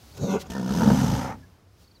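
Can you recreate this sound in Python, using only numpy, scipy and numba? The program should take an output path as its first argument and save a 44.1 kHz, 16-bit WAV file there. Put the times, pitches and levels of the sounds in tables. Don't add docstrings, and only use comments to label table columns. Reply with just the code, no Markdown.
import sys
import numpy as np
from scipy import signal
from scipy.fft import rfft, irfft
from scipy.io import wavfile
from scipy.ndimage import uniform_filter1d
from numba import njit

SR = 44100
rng = np.random.default_rng(int(sys.argv[2]) if len(sys.argv) > 2 else 0)


def bounce(signal):
    frames = np.transpose(np.atleast_2d(signal))
    limited = np.clip(frames, -1, 1)
    pcm = np.round(limited * 32767).astype(np.int16)
    wavfile.write(sys.argv[1], SR, pcm)


N = 88200

# (frequency [Hz], level [dB])
TIGHT_RASP_SPECTRUM = [(200, -8), (320, -13), (470, 8), (610, -3), (690, 2.5), (780, -6), (950, 4.5),
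                       (1060, -11.5), (1250, -7), (1480, -3.5), (1620, -11.5), (1790, -9), (1950, -35),
                       (2800, -26.5), (4500, -19.5)]


def undb(db):
    return 10 ** (np.asarray(db) / 20)


def curve(table, column):
    rows = np.array(table, float)
    return np.interp(np.arange(N) / SR, rows[:, 0], rows[:, column])


def swell(table, column):
    t = np.arange(N) / SR
    outside_s = np.maximum(table[0][0] - t, 0) + np.maximum(t - table[-1][0], 0)
    return undb(curve(table, column)) * np.exp(-outside_s / 0.0068)


def noise():
    return rng.standard_normal(N)


def even(x, size=2000):
    power = uniform_filter1d(uniform_filter1d(x * x, size), size)
    return x / np.sqrt(np.abs(power) + np.mean(x * x) / 400)


def colour(x, spectrum):
    hz, db = np.array(spectrum, float).T
    octave = np.log2(np.maximum(np.fft.rfftfreq(2 * N, 1 / SR), 1))
    beyond = np.maximum(np.log2(hz[0]) - octave, 0) + np.maximum(octave - np.log2(hz[-1]), 0)
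    gain_db = np.maximum(np.interp(octave, np.log2(hz), db) - 40 * beyond, -90)
    cepstrum = irfft(np.log(undb(gain_db)))
    cepstrum[1:N] *= 2
    cepstrum[N + 1:] = 0
    return irfft(rfft(x, 2 * N) * np.exp(rfft(cepstrum)))[:N]


@njit
def svf(x, hz, width_hz):
    y, band, low = np.empty(len(x)), 0., 0.
    for i in range(len(x)):
        g, damping = np.tan(np.pi * hz[i] / SR), width_hz / hz[i]
        v = (band + g * (x[i] + 1e-18 - low)) / (1 + g * (g + damping))
        band, low, y[i] = 2 * v - band, low + 2 * g * v, damping * v
    return y


def ring(x, hz, *widths_hz):
    for width_hz in widths_hz:
        x = svf(x, hz * np.ones(N), float(width_hz))
    return x


def cavity(x, modes):
    return even(sum(undb(db) * ring(x, hz, 0.93 * width, 0.95 * width) for hz, width, db in modes))


def flaps(start_s, rate_hz, jitter, shimmer_db):
    pulses, age, at_s = np.zeros(N), np.full(N, 10.), start_s
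    for stretch, size in rng.standard_normal((500, 2)):
        i = int(at_s * SR)
        if i >= N:
            break
        pulses[i] = undb(shimmer_db * size)
        span = age[i:i + SR // 20]
        span[:] = np.arange(len(span)) * rate_hz[i] / SR
        at_s += np.exp(jitter[i] * stretch) / rate_hz[i]
    return pulses, age


def chop(age, leak, attack_cycles, decay_cycles):
    return leak / 2 + 2 * (1 - leak) * np.exp(-age / decay_cycles) * (1 - np.exp(-age / attack_cycles))


def slacken(tight, slack, span_s=(0.77, 1.115)):
    share = np.interp(np.arange(N) / SR, span_s, (0, 1))
    return even(np.sqrt(1 - share) * even(tight) + np.sqrt(share) * even(slack))


def snort():
    # (time [s], flap rate [Hz], period jitter [ratio], nose resonance [Hz], leak [0-1])
    flutter = [(.51, 60.4, 0.01, 198, 0.33), (.535, 61.8, 0.01, 194, 0), (.555, 69.3, 0, 198, 0),
               (.59, 61.5, 0, 199, 0.13), (.69, 64, 0, 198, 0.23), (.76, 84.3, 0.08, 184, 0.34),
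               (.89, 71, .07, 206, 0.64), (1.0, 74, .16, 217, 0.62), (1.12, 65.7, 0.24, 203, 0.56),
               (1.35, 64.8, 0.26, 206.2, 0.81)]
    # (time [s], thump [dB], nose ring [dB])
    low_levels = [(.47, -56, -64), (.486, -30, -40.5), (.545, -58, -36.5), (.572, -58, -30.5),
                  (.675, -51, -29), (.72, -36, -28.5), (.885, -30.5, -18), (.986, -33.5, -23.5),
                  (1.06, -34, -26.5), (1.15, -30, -28), (1.3, -46.5, -38.5), (1.464, -53, -62.5),
                  (1.52, -71, -72)]
    # (time [s], rasp [dB], hiss [dB])
    air_levels = [(.49, -50, -62), (.505, -45, -43), (.55, -37, -48), (.585, -35.5, -48.5),
                  (.64, -42, -49.5), (.69, -37.5, -45), (.71, -33.5, -42.5), (.77, -35.5, -39),
                  (.82, -27.5, -39.5), (.905, -30, -39), (.94, -32.5, -38.5), (1.0, -32.5, -37.5),
                  (1.16, -33.5, -40), (1.25, -33, -45), (1.325, -35, -55), (1.364, -53.5, -71),
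                  (1.42, -77, -71)]
    # (time [s], level [dB])
    honk_levels = [(.5, -61), (.55, -44.5), (.61, -59), (.66, -59)]
    # (frequency [Hz], level [dB])
    slack_nose_spectrum = [(60, -49), (105, 1), (135, 2.5), (200, 0), (268, 2), (305, -9), (345, -17),
                           (700, -69)]
    slack_rasp_spectrum = [(250, -15), (340, -11), (450, -1), (570, 2), (635, -6.5), (730, 1.5), (860, 7),
                           (965, 2), (1050, -8.5), (1280, -0.5), (1530, -10.5), (1920, -10), (2300, -15.5),
                           (3000, -27), (4000, -41)]
    hiss_spectrum = [(1900, -6.5), (2550, -5.5), (2950, -2), (4300, -5.5), (6030, -0.5), (7680, -9.5),
                     (9120, -10.5), (9860, -16.5), (12200, -10.5), (15500, -23.5)]
    nose_width_hz, thump_hz, thump_width_hz = 25.5, 74, 55
    chest_mode, honk_mode = (144, 40, 0), (1808, 61, 0)

    rate_hz, jitter, nose_hz, leak = (curve(flutter, column) for column in (1, 2, 3, 4))
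    pulses, age = flaps(0.5, rate_hz, jitter, shimmer_db=1.6)
    pulses = even(pulses)
    flow = chop(age, leak, attack_cycles=0.14, decay_cycles=0.4)
    push = pulses + 0.42 * even(noise() * flow)
    tight_nose = even(ring(push, nose_hz, nose_width_hz, 300)) + 0.2 * cavity(push, [chest_mode])
    nose = slacken(tight_nose, colour(push, slack_nose_spectrum))
    thump = even(ring(push, thump_hz, thump_width_hz, thump_width_hz))

    sharp_flow = chop(age, 0.99 * leak, attack_cycles=0.054, decay_cycles=0.26)
    slaps = 0.66 * (1 - leak) * colour(pulses, [(100, 0), (1700, 0)])
    puffs = even(noise() * sharp_flow) + slaps
    rasp = slacken(colour(puffs, TIGHT_RASP_SPECTRUM), colour(puffs, slack_rasp_spectrum))
    hiss = even(colour(noise() * flow, hiss_spectrum))
    wet_hiss = even(hiss + undb(-8) * spittle(even(flow)))
    return (cavity(puffs, [honk_mode]) * swell(honk_levels, 1)
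            + thump * swell(low_levels, 1) * undb(-0.5)
            + nose * swell(low_levels, 2) * undb(2.1)
            + rasp * swell(air_levels, 1) * undb(-0.35)
            + wet_hiss * swell(air_levels, 2) * undb(-0.72))


def hard_flaps():
    # (time [s], thud level [dB], thud frequency [Hz], splutter level [dB])
    slaps = [(.704, -24, 197, -28.5), (.807, -17.5, 205, -24), (0.833, -37, 201, -20.5),
             (.843, -18, 196, -34), (.875, -12, 214, -30), (.901, -11.5, 219, -16.5),
             (.913, -9.5, 200, -30), (1.017, -15, 144, -28), (1.04, -16.5, 142, -34),
             (1.091, -16, 130, -35), (1.127, -12.5, 123, -30), (1.152, -28, 150, -24.5)]
    thud_width_hz, splutter_decay_s = 96, 0.005
    t = np.arange(N) / SR
    thuds, spray, air = np.zeros(N), np.zeros(N), noise()
    for at_s, thud_db, hz, splutter_db in slaps:
        thud = ring(signal.unit_impulse(N, int(at_s * SR)), hz, thud_width_hz, thud_width_hz)
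        thuds -= undb(thud_db) * thud / np.abs(thud).max()
        spray += undb(splutter_db) * (t >= at_s) * np.exp(-np.abs(t - at_s) / splutter_decay_s)
    splutter = colour(spray * air, TIGHT_RASP_SPECTRUM) / np.std(colour(air, TIGHT_RASP_SPECTRUM))
    return thuds + splutter


def spittle(flow):
    # (frequency [Hz], level [dB])
    modes = [(3100, -9), (5100, -3), (6100, 0)]
    width_hz, ticks_per_s = 360, 40
    out = np.zeros(N)
    for hz, db in modes:
        ticks = (rng.random(N) < ticks_per_s * flow / SR) * (1 + rng.random(N))
        out += undb(db) * ring(ticks, hz, width_hz, width_hz)
    return even(out)


def grunt():
    # (time [s], pitch [Hz])
    pitch_path = [(.17, 125.3), (.228, 139), (.255, 185.6), (.30, 191.3), (.325, 198.5), (.36, 187.4),
                  (.42, 184.7)]
    # (time [s], voice [dB], throat [dB], mouth [dB], hiss [dB])
    levels = [(0.15, -52, -56, -60, -56), (0.182, -47, -48, -52.5, -57), (0.228, -25, -33.5, -58, -43.5),
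              (0.29, -29.5, -31, -40, -45), (0.312, -25, -38, -37, -40.5), (0.358, -26, -21.5, -34, -45),
              (0.386, -40, -40.5, -42, -57), (0.414, -54, -46, -63, -56), (0.44, -49, -56, -49.5, -72),
              (0.47, -46, -48.5, -51.5, -54)]
    # (frequency [Hz], nominal width [Hz], level [dB])
    throat_modes = [(404, 102, 0), (557, 34.5, 1)]
    mouth_modes = [(764.6, 60, 3.5), (973, 91, 0.5), (1163, 51, -0.5), (1444, 94, -1.5), (2104, 120, -9.5),
                   (2610, 280, -13)]
    # (frequency [Hz], level [dB])
    hiss_spectrum = [(2600, -3), (3500, -21), (4800, 1), (6000, 7.5), (7300, -2), (9500, -10.5),
                     (13000, -3.5), (15500, -27)]
    # (start [Hz], middle [Hz], end [Hz], width [Hz], level [dB])
    nostril_modes = [(3880, 3580, 3350, 270, 1), (4530, 4120, 4050, 330, -1.5), (6640, 6060, 6650, 670, 5)]
    # (start [Hz], middle [Hz], end [Hz], width [Hz])
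    notches = [(2000, 1650, 1900, 280), (4900, 5300, 4300, 300)]
    voice_width_hz, glide_s = 135, (0.24, 0.294, 0.34)

    t = np.arange(N) / SR
    pitch_hz = curve(pitch_path, 1)
    pulses, age = flaps(pitch_path[0][0], pitch_hz, jitter=np.full(N, 0.038), shimmer_db=5)
    air = even(noise() * (0.5 + np.exp(-age / 0.5)))
    source = even(pulses) + air
    fundamental = ring(source, pitch_hz, voice_width_hz)
    voice = even(ring(fundamental, 1.1 * pitch_hz, voice_width_hz))
    whistle = np.zeros(N)
    for *path_hz, width_hz, db in nostril_modes:
        whistle += undb(db) * even(ring(noise(), np.interp(t, glide_s, path_hz), width_hz, 2 * width_hz))
    hiss = even(even(colour(air, hiss_spectrum)) + 1.589 * even(whistle))
    out = (voice * swell(levels, 1) * undb(1.1)
           + cavity(source, throat_modes) * swell(levels, 2) * undb(0.6)
           + cavity(source, mouth_modes) * swell(levels, 3) * undb(1.8)
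           + hiss * swell(levels, 4) * undb(-0.4))
    for *path_hz, width_hz in notches + notches:
        out -= ring(out, np.interp(t, glide_s, path_hz), width_hz)
    return out


def sniffs():
    # (peak time [s], attack [s], release [s], level [dB])
    draughts = [(.175, 0.0056, 0.0082, -45.5), (.417, 0.021, 0.013, -41.5)]
    # (frequency [Hz], level [dB])
    spectrum = [(590, -39), (1000, -5.5), (5340, 1), (9800, -11), (15500, -12)]
    t = np.arange(N) / SR
    flow = sum(undb(db) * np.exp(-((t - at_s) / np.where(t < at_s, attack_s, release_s)) ** 2)
               for at_s, attack_s, release_s, db in draughts)
    return flow * even(colour(noise(), spectrum))


def bird():
    # (time [s], length [s], start [Hz], level [dB])
    chirps = [(.117, .016, 4790, -55), (1.839, .014, 4650, -58), (1.872, 0.014, 4730, -57.5),
              (1.908, .016, 4760, -58), (1.945, 0.027, 4870, -57.5)]
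    # (time [s], length [s], start [Hz], end [Hz], level [dB])
    whistles = [(1.421, 0.037, 1730, 1640, -55), (1.96, .026, 4150, 3850, -61)]
    chirp_end_hz, warble_depth = 4220, 0.014
    warble = 1 + warble_depth * even(ring(noise(), 150, 250))
    notes = [(at_s, length_s, start_hz, chirp_end_hz, db) for at_s, length_s, start_hz, db in chirps]
    out = np.zeros(N)
    for at_s, length_s, start_hz, end_hz, db in notes + whistles:
        progress = np.clip((np.arange(N) / SR - at_s) / length_s, 0, 1)
        hz = (start_hz + (end_hz - start_hz) * progress) * warble
        out += undb(db) * np.sin(np.pi * progress) * np.sin(2 * np.pi * np.cumsum(hz) / SR)
    return out


def yard():
    # (frequency [Hz], level [dB])
    rumble_spectrum = [(25, -10.5), (80, 4.5), (150, -7), (1500, -23), (3500, -33.5)]
    rustle_spectrum = [(1500, -12), (2200, 0), (5000, 6), (8000, -2.5), (15500, -4.5)]
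    # (time [s], rumble [dB], rustle [dB])
    levels = [(0, -52.5, -59), (.15, -48.5, -56.5), (.22, -46, -61), (1.4, -52, -65.5), (1.66, -56, -72.5),
              (1.77, -55.5, -68.5), (1.825, -54, -61), (1.87, -58, -68), (2.0, -58, -69.5)]
    rumble = even(colour(noise(), rumble_spectrum), size=6000)
    rustle = even(colour(noise(), rustle_spectrum))
    return rumble * undb(curve(levels, 1)) + rustle * undb(curve(levels, 2))


def scene():
    return (grunt() + sniffs() + snort() + hard_flaps() + bird() + yard())[None]


def record(dry):
    bass_cut_hz, top_hz = 42, 15750
    thinned = signal.sosfilt(signal.butter(2, bass_cut_hz, "high", fs=SR, output="sos"), dry)
    return signal.sosfilt(signal.ellip(10, .2, 80, top_hz, fs=SR, output="sos"), thinned)


dry = scene()
out = record(dry)
bounce(out)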